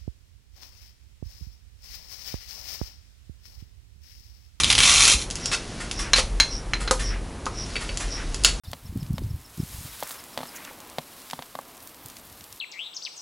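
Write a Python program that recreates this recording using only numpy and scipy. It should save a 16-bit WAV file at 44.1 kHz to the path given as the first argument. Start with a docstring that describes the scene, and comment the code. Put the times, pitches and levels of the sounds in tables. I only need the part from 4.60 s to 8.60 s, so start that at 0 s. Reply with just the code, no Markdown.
"""First comes a fast rasp and rattle: a line is pulled out of a brass clock movement (the works of a
clock) on a workshop bench, snagging as it runs through the frame and spins the barrel, its drum.
Then hands work at the movement: steel knocks on brass and makes it ring, the frame bumps the bench,
and the line clicks and rubs. Other clocks tick faintly across the small room, over a low rumble."""
import sys
import numpy as np
from scipy import signal
from scipy.fft import rfft, irfft, next_fast_len
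from scipy.io import wavfile

SR = 44100
rng = np.random.default_rng(int(sys.argv[2]) if len(sys.argv) > 2 else 0)


def master(y):
    """Save y as 16-bit WAV."""
    cut = np.clip(np.atleast_2d(y).T, -1, 1)
    pcm = np.round(cut * 32767)  # scale
    wavfile.write(sys.argv[1], SR, pcm.astype(np.int16))


N = 176400
T = np.arange(N) / SR
HIT_T = T[:SR // 3]  # time within one hit
TOP_HZ = 11050

# how hard the line is pulled: (time [s], level [dB])
PULL_STRENGTH = [(0, -14.5), (.028, -29), (.092, -25), (.108, -15), (.15, -30), (.245, -14.5), (.48, -17),
                 (.538, -20), (.572, -39), (.625, -32), (.72, -79)]
# the faster the line runs, the brighter it is: (time [s], treble [dB])
PULL_TREBLE = [(0, -2), (.2, -2.5), (.55, 4)]
# tone colour of the running line: (frequency [Hz], level [dB])
LINE_COLOUR = [(150, -21), (780, -17.5), (2400, 0.5), (3700, -3.5), (4400, -6), (5800, 4.5), (7150, 0.5),
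               (7800, -2.5), (10900, 0)]
# the frame's modes, the tones it rings at: (frequency [Hz], level [dB], time to fade by 60 dB [s])
FRAME_MODES = [(1262, -1, .009), (2470, 2.5, .012), (3150, 1.5, 0.017), (3550, 1.5, 0.015),
               (4050, 4, 0.047)]
# the line snags: (time [s], level [dB])
SNAGS = [(.035, -16.5), (0.0441, -15.5), (.102, -15), (.127, -16), (0.152, -17), (.180, -15.5),
         (.188, -13.5), (.204, -14), (.234, -14), (.295, -15.5), (3.8474, -15)]
# tone of a snag: (frequency [Hz], level [dB])
SNAG_COLOUR = [(300, -16), (2000, -8.5), (3300, 3.5), (4500, -3), (9000, -10)]
# steel knocks on brass: (time [s], level [dB], treble [dB], ring level [dB], ring fade time [s])
KNOCKS = [(1.5335, -12.5, -0.5, -0.5, 0.14), (1.8, -15.5, 6, 3, 0.15), (2.135, -20, -8, -3.5, .11),
          (2.2761, -25, -21, -2.5, 0.084)]
# tone of a knock: (frequency [Hz], level [dB])
KNOCK_COLOUR = [(150, -8.5), (700, -5.5), (1300, 2.5), (3300, 1.5), (5000, -3.5), (6400, -2), (8000, -15)]
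# the frame bumps the bench: (time [s], level [dB], treble [dB], low modes [dB])
BUMPS = [(1.5836, -27.5, -10, 3), (2.3106, -19, 7, 1), (2.8654, -25, -26, -16)]
# tone of a bump: (frequency [Hz], level [dB])
BUMP_COLOUR = [(200, -6.5), (1200, 6.5), (2000, -3.5), (5000, -5.5), (6400, 1), (7600, -6)]
# low modes of frame and bench: (frequency [Hz], level [dB], fade time [s])
BENCH_LOW_MODES = [(520, 5, 0.073), (756, -7.5, 0.061)]
# their higher modes: (frequency [Hz], level [dB], fade time [s])
BENCH_HIGH_MODES = [(1040, -2.5, 0.06), (1177, 1, 0.036), (1254, 4, 0.073)]
# sharp clicks of line and tool: (time [s], level [dB])
CLICKS = [(0.4361, -17), (.453, -17.5), (.478, -14.5), (0.4817, -25), (0.4952, -28), (0.4993, -20),
          (0.52, -22), (0.702, -32.5), (.71, -29.5), (0.7558, -29), (0.858, -23.5), (1.3128, -27),
          (1.5838, -21.5), (2.857, -34.5), (3.373, -27), (3.7446, -29), (3.8367, -25.5), (3.8473, -10),
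          (3.8507, -20)]
# tone of a click: (frequency [Hz], level [dB])
CLICK_COLOUR = [(200, -15), (2200, -9.5), (3350, 0), (3900, -5), (4650, 0), (7250, -2), (8200, -7)]
# light taps of the tool: (time [s], level [dB])
TAPS = [(2.394, -41), (3.156, -30), (3.165, -28), (3.292, -32.5)]
# tone of a tap: (frequency [Hz], level [dB])
TAP_COLOUR = [(1500, -4.5), (2500, 6.5), (5500, -17)]
# ring of the steel tool: (frequency [Hz], level [dB], fade time [s])
TOOL_MODES = [(2622, -2.5, 0.038), (4530, 0, 0.087)]
# the line rubs over metal: (time [s], length [s], level [dB])
RUBS = [(0.913, 0.036, -24.5), (1.557, 0.04, -21), (3.857, 0.036, -30.5)]
# tone of rubbing and rustling: (frequency [Hz], level [dB])
RUB_COLOUR = [(150, -11), (1400, -1), (6000, 0.5), (7500, -5.5), (11000, -9.5)]
# fingers rustle on the line: (time [s], level [dB])
FINGER_RUSTLE = [(.69, -67), (.76, -42), (1.4, -45.5), (1.9, -60), (2.8, -61), (3.1, -42), (3.9, -46)]
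# rumble of the spinning barrel: (time [s], level [dB])
BARREL_LEVEL = [(0, -30), (.58, -40), (.72, -58)]
# distant ticking clocks: (first tick [s], time between ticks [s], level [dB], treble [dB])
CLOCKS = [(0.193, 1.003, -35, 5.5), (0.381, 1.005, -32.5, 6.5)]
# tone of a tick: (frequency [Hz], level [dB])
TICK_COLOUR = [(400, 0), (1400, 7), (3100, -1.5), (11000, -9)]
# tone of one clock's hissing beat: (frequency [Hz], level [dB])
HISS_COLOUR = [(4300, -19), (5250, -1), (5750, 4.5), (6400, -27.5)]
# steady noise of the room: (frequency [Hz], level [dB])
ROOM_COLOUR = [(65, -12), (330, -21), (650, -27), (3000, -39.5), (8000, -44.5)]
# the low rumble swells and sinks: (time [s], level [dB])
RUMBLE_LEVEL = [(1.3, -40.5), (1.6, -24), (2.05, -33), (2.3, -25.5), (2.7, -39.5), (3.9, -26)]
# tone of that rumble: (frequency [Hz], level [dB])
RUMBLE_COLOUR = [(20, -21.5), (42, 2), (54, -12.5), (80, -25.5), (300, -57.5)]


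def running_line(rattles_per_s=2000, spread_db=1.5, rasp_db=-2, ring_db=-3):
    """The pulled line rattles, rasps and snags; it catches and slips, shaking the frame unevenly."""
    sizes = amp(spread_db * np.minimum(rng.exponential(1, N), 4)) * rng.choice([-1, 1], N)
    rattles = unit(sizes * (rng.random(N) < rattles_per_s / SR))
    contact = (rattles + amp(rasp_db) * rng.standard_normal(N)) * flutter()
    shake = np.gradient(contact)
    frame = sum(amp(db) * resonate(shake * flutter(), [(hz, 0, t60)]) for hz, db, t60 in FRAME_MODES)
    rasp = unit(colour(contact, LINE_COLOUR))
    out = unit(rasp + amp(ring_db) * unit(frame)) * curve(PULL_STRENGTH)
    for s, db in SNAGS:
        add(out, s, amp(db) * strike(SNAG_COLOUR, crack_db=5, crack_t60=0.0042, body_t60=0.049))
    return treble(out, np.interp(T, *np.transpose(PULL_TREBLE)))


def brass_knocks(lower_hz=4082, upper_hz=4154, upper_db=-2.5):
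    """Steel hits the brass frame, which rings with two tones so close that they wobble."""
    out = np.zeros(N)
    for s, db, treble_db, ring_db, t60 in KNOCKS:
        brass = ring([(lower_hz, 0, t60), (upper_hz, upper_db, t60)]) * flutter()[:len(HIT_T)]
        hit = strike(KNOCK_COLOUR, crack_db=4, crack_t60=0.003, body_t60=0.061)
        add(out, s, amp(db) * (treble(hit, treble_db) + amp(ring_db) * brass))
    return out


def bench_bumps():
    """The frame bumps the bench and both ring briefly."""
    out = np.zeros(N)
    for s, db, treble_db, low_db in BUMPS:
        hit = strike(BUMP_COLOUR, crack_db=10.5, crack_t60=0.0037, body_t60=0.084)
        bench = amp(low_db) * ring(BENCH_LOW_MODES) + ring(BENCH_HIGH_MODES)
        add(out, s, amp(db) * (treble(hit, treble_db) + bench))
    return out


def clicks_and_taps():
    """Line and tool click sharply; light taps make the steel tool ring."""
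    out = np.zeros(N)
    for s, db in CLICKS:
        add(out, s, amp(db) * strike(CLICK_COLOUR, crack_db=13, crack_t60=0.0049, body_t60=0.093))
    for s, db in TAPS:
        tap = strike(TAP_COLOUR, crack_db=-2, crack_t60=0.0067, body_t60=0.043)
        add(out, s, amp(db) * (tap + ring(TOOL_MODES)))
    return out


def rubbing(grains_per_s=2500, rise_s=0.0036, fall_s=0.0081, ring_db=-6):
    """Short, gritty slides of the line set the tool ringing; fingers rustle in between."""
    slides = np.zeros(N)
    for s, length, db in RUBS:
        fade_in = np.clip((T - s) / rise_s, 0, 1)
        fade_out = np.exp(-np.maximum(T - s - length, 0) / fall_s)
        slides += amp(db) * fade_in * fade_out
    grains = unit(rng.standard_normal(N) * (rng.random(N) < grains_per_s / SR))
    grit = grains + rng.standard_normal(N)
    scrape = (slides + curve(FINGER_RUSTLE)) * unit(colour(grit, RUB_COLOUR))
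    return scrape + slides * amp(ring_db) * resonate(grit, TOOL_MODES)


def barrel(hz=59.6, stop_s=0.547, thump_db=-18, thump_t60=0.19):
    """The spinning barrel rumbles through the bench and thumps as it stops."""
    out = curve(BARREL_LEVEL) * band_noise(hz / 2, hz * 2)
    add(out, stop_s, ring([(hz, thump_db, thump_t60)]))
    return out


def ticking_clocks(rise_s=0.0096, tick_t60=0.24, mode_count=36, mode_t60=0.21, ring_db=1):
    """Distant ticks ring in each clock's case; each rises quickly, holds briefly, then fades."""
    out = np.zeros(N)
    for first, period, db, treble_db in CLOCKS:
        age = (T - first) % period
        ticks = np.minimum(age / rise_s, 1) * dying(np.maximum(age - 2 * rise_s, 0), tick_t60)
        modes = [(hz, 0, mode_t60) for hz in rng.uniform(1000, TOP_HZ, mode_count)]
        ringing = unit(colour(resonate(rng.standard_normal(N), modes), TICK_COLOUR))
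        case = unit(amp(ring_db) * ringing + noise(TICK_COLOUR))
        out += amp(db) * ticks * treble(case, treble_db)
    return out


def hissing_clock(period_s=0.534, hiss_db=-34, tock_db=-38.5):
    """A distant clock beats with a soft hiss; a dull tock follows every second beat."""
    hiss = noise(HISS_COLOUR) * flutter() * puffs(period_s, first_s=0.3406)
    tock = band_noise(1040, 2560) * puffs(2 * period_s, first_s=0.397)
    return amp(hiss_db) * hiss + amp(tock_db) * tock


def room_echo(x, t60=0.25, rise_s=0.0014):
    """The walls of the small room throw back many echoes that blur into one short tail."""
    tail = rng.standard_normal(len(HIT_T)) * dying(HIT_T, t60) * np.minimum(HIT_T / rise_s, 1)
    return signal.fftconvolve(x, tail / np.sqrt(np.sum(tail ** 2)))[:N]


def background(steady_db=-36):
    """Steady room noise and a low rumble that swells and sinks."""
    return amp(steady_db) * noise(ROOM_COLOUR) + curve(RUMBLE_LEVEL) * noise(RUMBLE_COLOUR)


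def strike(points, crack_db, crack_t60, body_t60):
    """A short crack and the blurred ring of small parts, with the energy of 10 ms at level 1."""
    shape = amp(crack_db) * dying(HIT_T, crack_t60) + dying(HIT_T, body_t60)
    x = colour(shape * rng.standard_normal(len(HIT_T)), points)
    return x / np.sqrt(np.sum(x ** 2) / (SR / 100))


def ring(modes):
    """Struck modes as fading sine waves; neighbours start in opposite directions."""
    return sum((-1) ** k * amp(db) * dying(HIT_T, t60) * np.sin(2 * np.pi * hz * HIT_T)
               for k, (hz, db, t60) in enumerate(modes))


def resonate(x, modes):
    """Modes kept ringing by x, at level 1."""
    return unit(signal.fftconvolve(x, ring(modes))[:N])


def flutter(rate_hz=90, depth_db=3):
    """A quick, uneven flicker of level, like a contact that catches and slips."""
    return amp(depth_db * np.tanh(band_noise(rate_hz / 2, rate_hz * 2)))


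def puffs(period_s, first_s, half_width_s=0.039):
    """A soft swell once every period."""
    from_peak = (T - first_s + period_s / 2) % period_s - period_s / 2
    return 1 / (1 + np.abs(from_peak / half_width_s) ** 3)


def noise(points):
    """Steady noise with the given tone colour, at level 1."""
    return unit(colour(rng.standard_normal(N), points))


def band_noise(low_hz, high_hz):
    """Noise between two frequencies, at level 1."""
    band = signal.butter(2, [low_hz, high_hz], "band", fs=SR, output="sos")
    return unit(signal.sosfilt(band, rng.standard_normal(N)))


def colour(x, points):
    """Shape the tone of x along (frequency [Hz], level [dB]) points and trim the very top."""
    size = 2 * next_fast_len(len(x) // 2 + SR // 20)
    hz, db = np.transpose(points)
    log_hz = np.log(np.maximum(np.arange(size // 2 + 1) * SR / size, 1))
    gains = amp(np.interp(log_hz, np.log(hz), db))
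    # fold the filter forward in time, so nothing sounds before a hit
    cepstrum = irfft(np.log(gains))
    cepstrum[1:size // 2] *= 2
    cepstrum[size // 2 + 1:] = 0
    x = irfft(rfft(x, size) * np.exp(rfft(cepstrum)))[:len(x)]
    return signal.sosfilt(signal.butter(8, 12000, fs=SR, output="sos"), x)


def treble(x, db, above_hz=4400):
    """Turn the high frequencies up or down."""
    low = signal.sosfilt(signal.butter(1, above_hz, fs=SR, output="sos"), x)
    return low + amp(db) * (x - low)


def amp(db):
    """Turn decibels into a multiplier."""
    return 10 ** (np.asarray(db) / 20)


def unit(x):
    """Scale to an average (rms) level of 1."""
    return x / np.sqrt(np.mean(x ** 2))


def curve(rows):
    """A changing multiplier from (time [s], level [dB]) rows."""
    return amp(np.interp(T, *np.transpose(rows)))


def dying(t, t60):
    """A fade that drops 60 dB every t60 seconds."""
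    return np.exp(-np.log(1000) * t / t60)


def add(out, s, x):
    """Mix x into out at s seconds."""
    i = max(int(s * SR), 0)
    out[i:i + len(x)] += x[:max(N - i, 0)]


def scene(echo_db=-6.5, width_db=-28.5):
    """The work close by and the room behind it; left and right are almost the same."""
    near = running_line() + barrel() + brass_knocks() + bench_bumps() + clicks_and_taps() + rubbing()
    mid = near + background() + amp(echo_db) * room_echo(near) + ticking_clocks() + hissing_clock()
    side = amp(width_db) * room_echo(mid)
    return np.array([mid + side, mid - side])


def record(dry):
    """The loudest peaks overload; the deepest bass and the highest treble are cut."""
    bass_cut = signal.butter(2, 24, "high", fs=SR, output="sos")
    top_cut = signal.ellip(10, 0.2, 70, TOP_HZ, fs=SR, output="sos")
    return signal.sosfilt(top_cut, signal.sosfilt(bass_cut, np.clip(dry, -1, 1)))


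dry = scene()
out = record(dry)
master(out)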